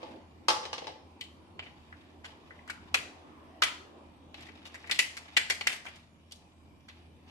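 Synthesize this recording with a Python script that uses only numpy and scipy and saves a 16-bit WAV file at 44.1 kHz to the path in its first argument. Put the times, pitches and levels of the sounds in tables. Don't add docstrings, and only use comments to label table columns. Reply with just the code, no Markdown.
import sys
import numpy as np
from scipy import signal
from scipy.fft import rfft, irfft, next_fast_len
from scipy.io import wavfile
from scipy.ndimage import uniform_filter1d, map_coordinates

SR = 44100
rng = np.random.default_rng(int(sys.argv[2]) if len(sys.argv) > 2 else 0)


def unload_audio(sound):
    columns = np.transpose(np.atleast_2d(sound))
    steps = np.round(np.clip(columns, -1, 1) * 32767)
    wavfile.write(sys.argv[1], SR, steps.astype(np.int16))


N = 322318
SIZE = 32768
HZ = np.fft.rfftfreq(SIZE, 1 / SR)
AGE = np.arange(SIZE) / SR
TIME = np.arange(N) / SR
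TOP_HZ = 13200
MIC_SPACING_M = .15
LEAD_S = .003


def amp(db):
    return 10 ** (np.asarray(db) / 20)


def unit(x):
    return x / np.sqrt(np.mean(x ** 2) + 1e-20)


def along(points, hz):
    f, v = np.transpose(points)
    return np.interp(np.log(hz + 1), np.log(f + 1), v)


def shape(points):
    return unit(amp(along(points, HZ)))


def curve(rows):
    return np.interp(TIME, *np.transpose(rows))


def wobble(rate):
    knots = rng.standard_normal(int(N * rate / SR) + 4)
    return map_coordinates(knots, [TIME * rate])


def lift(modes):
    power = 1
    for hz, width, db in modes:
        power = power + amp(db) ** 2 / (1 + (2 * (HZ - hz) / width) ** 2)
    return np.sqrt(power)


def causal(gain):
    cepstrum = irfft(np.log(np.maximum(gain, gain.max() * 1e-6)))
    cepstrum[1:SIZE // 2] *= 2
    cepstrum[SIZE // 2 + 1:] = 0
    return irfft(np.exp(rfft(cepstrum)))


def convolve(x, response):
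    return signal.fftconvolve(np.atleast_2d(x), np.atleast_2d(response), axes=1)[:, :x.shape[-1]]


def add(track, s, sound):
    start = max(round(s * SR), 0)
    track[:, start:start + sound.shape[1]] += sound[:, :track.shape[1] - start]


def diffuse(size):
    alike = .86 * np.sinc(2 * np.fft.rfftfreq(size, 1 / SR) * MIC_SPACING_M / 343)
    white = rfft(rng.standard_normal((2, size)))
    mid, side = irfft(white * np.sqrt([1 + alike, 1 - alike]), size)
    return unit(np.array([mid + side, mid - side]))


def noise(spectrum):
    white = diffuse(next_fast_len(N + SIZE))
    return unit(convolve(white, causal(shape(spectrum)))[:, -N:])


def patchy(x, depth_db):
    z = signal.stft(x, nperseg=1024)[2]
    field = rng.standard_normal(z.shape[1:])
    field = uniform_filter1d(field, size=6, axis=0)
    field = uniform_filter1d(field, size=12, axis=1)
    return unit(signal.istft(z * amp(depth_db * unit(field)), nperseg=1024)[1][:, :N])


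# (frequency [Hz], relative level [dB])
HUM_TONES = [(81, -2.5), (237, -7), (2372, -20.5)]
# (time [s], relative level [dB])
AIR_LEVEL = [(0, -51.5), (.35, -61), (1.7, -61.5), (3.45, -56), (4.8, -61), (6.1, -69.5), (7.31, -65)]
# (frequency [Hz], relative level [dB])
DRONE_SPECTRUM = [(20, -33), (40, -4.5), (62, -5.5), (85, 12), (105, -3.5), (160, 2), (245, -1.5),
                  (320, -5), (420, -14), (700, -42.5), (1500, -58)]
RUSH_SPECTRUM = [(120, -20), (300, 7), (440, -3.5), (550, -2.5), (800, -3), (1050, -3.5), (1400, -15.5),
                 (2200, -17), (5000, -29.5), (12000, -64)]
HISS_SPECTRUM = [(500, -14.5), (1200, 1.5), (1900, -4), (2400, 1), (3000, 1), (3800, -5.5), (5000, -8),
                 (7500, -10.5), (12300, -15), (14000, -31)]


def background():
    tones = 0
    for hz, db in HUM_TONES:
        phase = 2 * np.pi * hz * TIME + 0.32 * wobble(19.0)
        tones = tones + amp(db) * np.sin(phase)
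    hum = np.sqrt(2) * amp(-62.5) * tones
    drone = amp(-61.5 + 1.3 * wobble(11.0) + 0.9 * wobble(2.3)) * noise(DRONE_SPECTRUM)
    air_db = curve(AIR_LEVEL) + 2.0 + 0.31 * wobble(6.7)
    air = amp(air_db) * patchy(noise(RUSH_SPECTRUM), depth_db=2.5)
    hiss = amp(-72.0) * patchy(noise(HISS_SPECTRUM), depth_db=4.0)
    lean_right = amp([[-.3], [.3]])
    return hum + (drone + air) * lean_right + hiss


# (time the stroke is full [s], length [s], relative level [dB])
RUB_STROKES = [(0.017, 0.07, -55.5), (1.637, 0.017, -57), (1.756, 0.36, -65.5), (2.255, 0.025, -56),
               (2.395, 0.53, -64.5), (3.098, 0.17, -65), (4.379, 0.08, -52.5), (4.547, 0.88, -58.5),
               (5.24, 0.5, -57), (5.85, 0.095, -55.5), (6.913, 0.079, -63), (7.298, .03, -48.5)]
STROKE_RISE_S, STROKE_FADE_S = 0.013, 0.075
HANDLING_DB = -73


def rub_strength():
    strokes = []
    for s, length, db in RUB_STROKES:
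        rise = np.minimum(TIME - s, 0) / STROKE_RISE_S
        fade = np.maximum(TIME - s - length, 0) / STROKE_FADE_S
        strokes.append(amp(db) * np.exp(rise - fade))
    return np.maximum(np.max(strokes, axis=0), amp(HANDLING_DB))


def grains(times, centre_hz, octaves, cycles, spread_db, size):
    pitch, strength = np.clip(rng.standard_normal((len(times), 2)), -2, 2).T[:, :, None]
    hz = np.minimum(centre_hz * 2 ** (octaves * pitch), TOP_HZ)
    age = AGE[:1024]
    ringing = np.sin(2 * np.pi * hz * age) * np.exp(-age * hz / cycles)
    pings = amp(spread_db * strength) * np.sqrt(hz) * ringing
    places = (times * SR).astype(int)[:, None] + np.arange(len(age))
    return np.bincount(places.ravel(), pings.ravel(), size)[:size]


def paths(near_db, near_t60, dull_hz=7000):
    near = amp(near_db) * unit(diffuse(SIZE) * amp(-60 * AGE / near_t60)) / np.sqrt(SIZE)
    response = convolve(near, causal(1 / np.hypot(1, HZ / dull_hz)))
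    response[[0, 1], [0, 7]] += 1
    return response


# (frequency [Hz], time to fall 60 dB [s])
KITCHEN_T60 = [(150, 0.81), (800, 0.61), (2500, 0.38), (6000, 0.49), (12000, 0.33)]


def kitchen(build_s=0.0011):
    hz, t, z = signal.stft(diffuse(SIZE), SR, nperseg=256)
    decay = amp(-60 * t / along(KITCHEN_T60, hz)[:, None])
    tail = signal.istft(z * decay, SR, nperseg=256)[1][:, :SIZE]
    return unit(tail * (1 - np.exp(-AGE / build_s))) / np.sqrt(SIZE)


# (frequency [Hz], width [Hz], lift [dB])
SHELL_RING = [(1337, 50, -2.5), (1570, 280, 1), (1980, 140, 14.5), (2260, 75, 9), (2340, 68, 5.5),
              (2410, 110, 5), (3000, 56, -2.5), (2983, 78, 6), (3330, 67, -2), (4360, 140, 2.5),
              (4800, 92, -1.5), (6870, 140, 0.5), (7500, 70, 6.5), (8260, 67, 4.5)]
# (frequency [Hz], relative level [dB])
RUB_SPECTRUM = [(200, -50), (650, 9.5), (1200, 4), (1900, 2.5), (3000, 6), (4500, 1), (7500, -12.5),
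                (12000, -17), (14000, -56.5)]
CRACKLE_DB, CRACKLES_PER_S = -9.5, 160


def scraping(slips_per_s=700, spread_db=2.5):
    caught = rng.random(N) < slips_per_s / SR
    unevenness = amp(spread_db * np.clip(wobble(81), -2, 2))
    slips = caught * rng.uniform(-1.1, 1, N) * unevenness
    colour = unit(shape(RUB_SPECTRUM) * np.sqrt(lift(SHELL_RING)))
    rubbed = convolve(unit(slips), causal(colour))
    crumb_times = TIME[rng.random(N) < CRACKLES_PER_S / SR]
    crumbs = grains(crumb_times, centre_hz=2700, octaves=0.49, cycles=1.8, spread_db=5.0, size=N)
    strength = rub_strength()
    crumb_paths = unit(paths(near_db=-3, near_t60=.04)) / np.sqrt(SIZE)
    crackle = convolve(unit(crumbs) * strength, crumb_paths)
    rub_paths = unit(paths(near_db=6, near_t60=.05) + kitchen()) / np.sqrt(SIZE)
    return amp(-2.0) * convolve(rubbed * strength, rub_paths) + amp(CRACKLE_DB) * crackle


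def stray_modes(width_hz, lift_db, count=18):
    pitch = 2600 * 4.5 ** ((np.arange(count) + rng.random(count)) / count)
    chances = rng.standard_normal(count)
    return lift([(hz, width_hz, lift_db + 3 * chance) for hz, chance in zip(pitch, chances)])


def contact(spread, before=0.11, after=0.39, straggle=0.071, count=7):
    onset = -LEAD_S * rng.random(count)
    behind = rng.exponential(max(spread, 1e-4), count)
    late = rng.uniform(.012, .05, count)
    times = LEAD_S + np.concatenate([onset, behind, late])
    places = np.clip(times * SR, 0, SIZE - 1).astype(int)
    strengths = np.repeat([before, after, straggle], count) * rng.standard_normal(3 * count)
    force = np.bincount(places, strengths, SIZE)
    force[round(LEAD_S * SR)] += 1
    return force


CHATTER_S, CHATTER_JITTER = .0085, 0.129


def chatter(loss_db, count=5):
    gaps = CHATTER_S * np.exp(CHATTER_JITTER * rng.standard_normal(count))
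    force = np.zeros((1, SIZE))
    for k, s in enumerate(np.cumsum(gaps) - gaps[0]):
        hit = contact(.003, before=0.1, after=0.26, straggle=0.018)
        add(force, s, amp(-loss_db * k) * hit[None])
    return force


def coloured(force, response, gain):
    arriving = rfft(response) * rfft(force)
    colour = uniform_filter1d(np.mean(abs(arriving) ** 2, axis=0), size=170)
    return irfft(arriving * rfft(causal(gain / np.sqrt(abs(colour)))))


def blow(force, gain, close, room_db, size):
    blurred = np.sqrt(abs(uniform_filter1d(gain ** 2, size=size)))
    room_gain = np.minimum(blurred, 2 * gain)
    return coloured(force, close, gain) + amp(room_db) * coloured(force, kitchen(), room_gain)


# (time [s], relative clink level [dB], relative knock level [dB], lift of the foot's note [dB])
BOWL_KNOCKS = [(0.03, -41.5, -30, 1), (0.4843, -13.5, -13, -3.5), (0.501, -18.5, -20, -13),
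               (.631, -37.5, -35, -4), (0.6535, -31.5, -34, 16), (0.731, -26.5, -28.5, -1),
               (0.7811, -32, -37, 10), (.820, -45, -34, 9), (0.844, -41, -40, 11), (.870, -32.5, -31.5, 3),
               (.890, -44, -36.5, 2), (.901, -50, -45, 3)]
# (frequency [Hz], width [Hz], lift [dB])
BOWL_RING = [(500, 16, 5), (753, 22, 11), (857, 48, 21), (1045, 30, 7), (1092, 20, 7), (1172, 45, 10),
             (1302, 30, 5), (2075, 90, 4), (2556, 40, 4), (2885, 60, 6), (3130, 60, 7), (4930, 50, 4),
             (5355, 20, 7), (6420, 50, 4), (8600, 150, 5)]
# (frequency [Hz], relative level [dB])
KNOCK_SPECTRUM = [(25, -38), (90, -21), (200, -18.5), (330, -8.5), (550, -6), (850, -12.5), (1300, 1),
                  (1700, -5), (4000, -54)]
CLINK_SPECTRUM = [(600, -42), (1600, 1.5), (3000, -0.5), (4000, 3), (5500, 1), (7000, -6.5), (8600, -9),
                  (10000, -12), (12300, -14), (14000, -75.5)]
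HARD_BLOW_DB = -12
CHATTER_LOSS_DB, SETTLES = 6.5, 0.13
CLINK_TOP_HZ, CLINK_DULLS = 10000, 0.35
KNOCK_TOP_HZ, KNOCK_DULLS = 1414, 0.13
FOOT_HZ, FOOT_WIDTH_HZ = 486, 200


def bowl():
    track, china = np.zeros((2, N)), lift(BOWL_RING)
    for s, clink_db, knock_db, foot_db in BOWL_KNOCKS:
        softer_db = HARD_BLOW_DB - clink_db
        bright_hz = CLINK_TOP_HZ * amp(-CLINK_DULLS * softer_db)
        top_hz = KNOCK_TOP_HZ * amp(-KNOCK_DULLS * softer_db)
        clink = china * stray_modes(width_hz=60, lift_db=2.5) * shape(CLINK_SPECTRUM)
        clink = clink / np.hypot(1, (HZ / bright_hz) ** 2)
        knock = china * lift([(FOOT_HZ, FOOT_WIDTH_HZ, foot_db)]) * shape(KNOCK_SPECTRUM)
        knock = knock / np.sqrt(1 + (HZ / top_hz) ** 16)
        gain = np.hypot(amp(clink_db + 19.0) * unit(clink), amp(knock_db + 19.5) * unit(knock))
        rocking = chatter(CHATTER_LOSS_DB + SETTLES * softer_db)
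        close = paths(near_db=8.5, near_t60=0.034)
        add(track, s - LEAD_S, blow(rocking, gain, close, room_db=-4.0, size=30))
    lean_left = amp([[.4], [-.4]])
    return track * lean_left


SPLINTER_DB, SPLINTER_S = 12, .005


def splinters(crumble, count=9):
    times = LEAD_S + rng.exponential(np.sqrt(abs(SPLINTER_S * crumble)), count)
    pings = grains(times, centre_hz=5260, octaves=0.52, cycles=5.9, spread_db=1.5, size=SIZE)
    return unit(convolve(pings, paths(near_db=3.5, near_t60=0.04))) / np.sqrt(SIZE)


# (time [s], relative plate level [dB],
# plate pitch [Hz], lift of the plate's note [dB], lift of the shell's modes [dB],
# thud relative to plate [dB], crack relative to plate [dB], crumbling time [s])
SNAPS_AND_CLICKS = [(1.2114, -28.5, 3100, 10.5, 0, -28.5, -10.5, .0005),
                    (1.594, -29, 2930, 20.5, 8, -14, -23, 0.00056),
                    (1.663, -39.5, 2480, 9, 5, -15, -34, 0.0043),
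                    (1.9268, -38.5, 1670, 8, -11, -31, -34, 0.00096),
                    (2.2443, -39.5, 1620, 15, 7, -9, -14, 0.0042),
                    (2.2455, -40, 3570, 3, 10, -26, -18, 0.0023),
                    (2.2535, -38, 3040, 14, 0, -10, -7, 0.0063),
                    (2.508, -38.5, 1610, 6.5, -2.5, -24, -33, 0.0017),
                    (2.592, -45.5, 2140, 4, 2.5, -30, -34, .002),
                    (2.678, -41, 1520, 7, -4.5, -14, -10, .002), (2.688, -40, 2400, 6, 5, -27, -19, 0.0033),
                    (2.6984, -28, 1485, 15.5, -17, -18, -20, 0.0004),
                    (2.701, -30, 2210, 16, -2, -22, -7, 0.0014),
                    (2.9444, -13, 2500, 14, -3, -16, -6.5, .0016),
                    (2.946, -21.5, 1390, -1.5, -5.5, -36, -20, .003),
                    (3.6216, -15, 1266, 3, -1, -19.5, -11, 0.001),
                    (3.6229, -13, 3100, 0, -1, -28, -14, 0.0015),
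                    (3.6358, -16, 2430, 7, -2, -17, -5.5, 0.0035),
                    (3.677, -27.5, 2100, 10, -3, -16, -13, 0.0026),
                    (4.344, -36.5, 2850, -4, -4, -13.5, -17.5, 0.0023),
                    (4.407, -45.5, 2100, 4, 3, -22.5, -5.5, .004),
                    (4.424, -44.5, 3500, 3, -2, -20, -10, .003),
                    (4.468, -45, 2000, 5, 0.5, -20, -10.5, .002),
                    (4.488, -41.5, 2100, 3, -2, -12, -18, .003),
                    (4.655, -38.5, 2920, 8, -5, -13, -8.5, 0.0017),
                    (4.667, -45, 2900, 1, -5.5, -22.5, -2, .005),
                    (4.744, -35, 1900, 14.5, -2, -12.5, -9.5, .003),
                    (4.756, -39.5, 1950, 9, -2, -22, -14, .001),
                    (4.8427, -39.5, 1890, 8, -5, -9.5, -28.5, 0.0013),
                    (4.874, -40, 2090, 8, -0.5, -15.5, -9, 0.0022),
                    (4.898, -25.5, 2000, 8, -0.5, -15, -18, .0014),
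                    (4.9129, -17, 3020, 1, -4, -26, -7, .002),
                    (4.9196, -22, 1960, 7.5, -2, -21, -17.5, .0008),
                    (4.9253, -27.5, 3000, 5.5, -2, -23.5, -6.5, .0006),
                    (4.9914, -11, 2600, 11, 0, -23, -4.5, .0018),
                    (5.0005, -24.5, 2103, 6, 3, -19.5, -7, 0.001),
                    (5.169, -34, 1970, -10, 0.5, -22, -2.5, .004),
                    (5.175, -41, 1280, 10, -3, -22, -2.5, 0.0031),
                    (5.281, -44.5, 2100, 5, 0, -20, -16, .002),
                    (5.3678, -10, 2900, 9, 4.5, -26.5, -12.5, 0.0024),
                    (5.3732, -12.5, 2000, 6, 5, -19.5, -7.5, 0.0013),
                    (5.5007, -16.5, 1980, 11, -6, -20.5, -5, 0.0023),
                    (5.508, -24, 2050, 8, 10, -12, -3.5, 0.0026),
                    (5.6106, -24.5, 2910, 9, 5, -13.5, -11, 0.0021),
                    (5.6717, -13.5, 2010, 6, -6, -20, -6.5, 0.0015),
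                    (5.703, -32, 2190, 5, 2, -10, -7, .001), (5.7287, -30.5, 2150, 8, 0, -13.5, -3, 0.0094),
                    (5.854, -39, 1670, 7, -9, -5.5, -9, 0.0041),
                    (5.864, -32, 2380, 13, -1, -12.5, -15, 0.0049),
                    (5.884, -40.5, 2330, 6, -2, -7, -9, 0.0071),
                    (5.958, -59, 3000, -7, -11, -17, 8, 0.0048),
                    (6.3117, -49, 2880, 15.5, -5, -17, -2, .001),
                    (6.322, -47, 3000, 1, -9, -11, 8.5, .0007), (6.884, -43, 1655, 9, -5, -24, -12, 0.0031),
                    (6.888, -42.5, 3400, 4, -3, -30, -22, 0.0036),
                    (6.898, -44.5, 2600, 3, -6, -12, -22, 0.0025)]
# (frequency [Hz], relative level [dB])
THUD_SPECTRUM = [(25, -58.5), (90, -25.5), (200, -8), (330, 2), (560, 3), (800, 6.5), (1050, 5), (1600, 6),
                 (4000, -47.5)]
CRACK_SPECTRUM = [(1000, -34.5), (3200, 5.5), (4800, 6), (7000, 2.5), (9500, -1), (12300, -5), (14000, -86)]
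PLATE_OCTAVES, PLATE_WIDENS = 0.44, 0.43
PLATE_RING_WIDTH_HZ = 170
GRIP_DB = 2.5
RATTLE_DB, RATTLE_GROWS_DB, USUAL_CRUMBLE_S = 5, 2, .002


def snips():
    track, hollow, spray = np.zeros((2, N)), shape(THUD_SPECTRUM), shape(CRACK_SPECTRUM)
    for s, plate_db, plate_hz, note_db, shell_db, thud_db, crack_db, crumble in SNAPS_AND_CLICKS:
        gripped = [(hz, width, db + shell_db + GRIP_DB * rng.standard_normal())
                   for hz, width, db in SHELL_RING]
        note = (plate_hz, PLATE_RING_WIDTH_HZ, note_db)
        ring = lift(gripped + [note]) * stray_modes(width_hz=62, lift_db=6.0)
        octaves = PLATE_OCTAVES * (plate_hz / 2000) ** PLATE_WIDENS
        distance = np.log2(HZ / plate_hz + 1e-6) ** 2 / octaves ** 2
        plate = ring / np.sqrt(1 + distance ** 3)
        power = (amp(plate_db + 18.5) * unit(plate)) ** 2
        power += (amp(plate_db + thud_db + 23.5) * hollow) ** 2
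        power += (amp(plate_db + crack_db + 20.0) * unit(ring * spray)) ** 2
        doublings = np.log2(abs(crumble / USUAL_CRUMBLE_S) + 1e-6)
        close = paths(near_db=RATTLE_DB + RATTLE_GROWS_DB * doublings, near_t60=0.056)
        snap = blow(contact(crumble), np.sqrt(power), close, room_db=-8.0, size=170)
        flying = amp(plate_db + crack_db + SPLINTER_DB) * splinters(crumble)
        add(track, s - LEAD_S, snap + flying)
    lean_left = amp([[.8], [-.8]])
    return track * lean_left


def scene():
    return background() + scraping() + bowl() + snips()


def record(dry):
    size = next_fast_len(N + SIZE)
    passband = 1 / np.hypot(1, (np.fft.rfftfreq(size, 1 / SR) / TOP_HZ) ** 50)
    return irfft(rfft(dry, size) * passband, size)[:, :N]


dry = scene()
out = record(dry)
unload_audio(out)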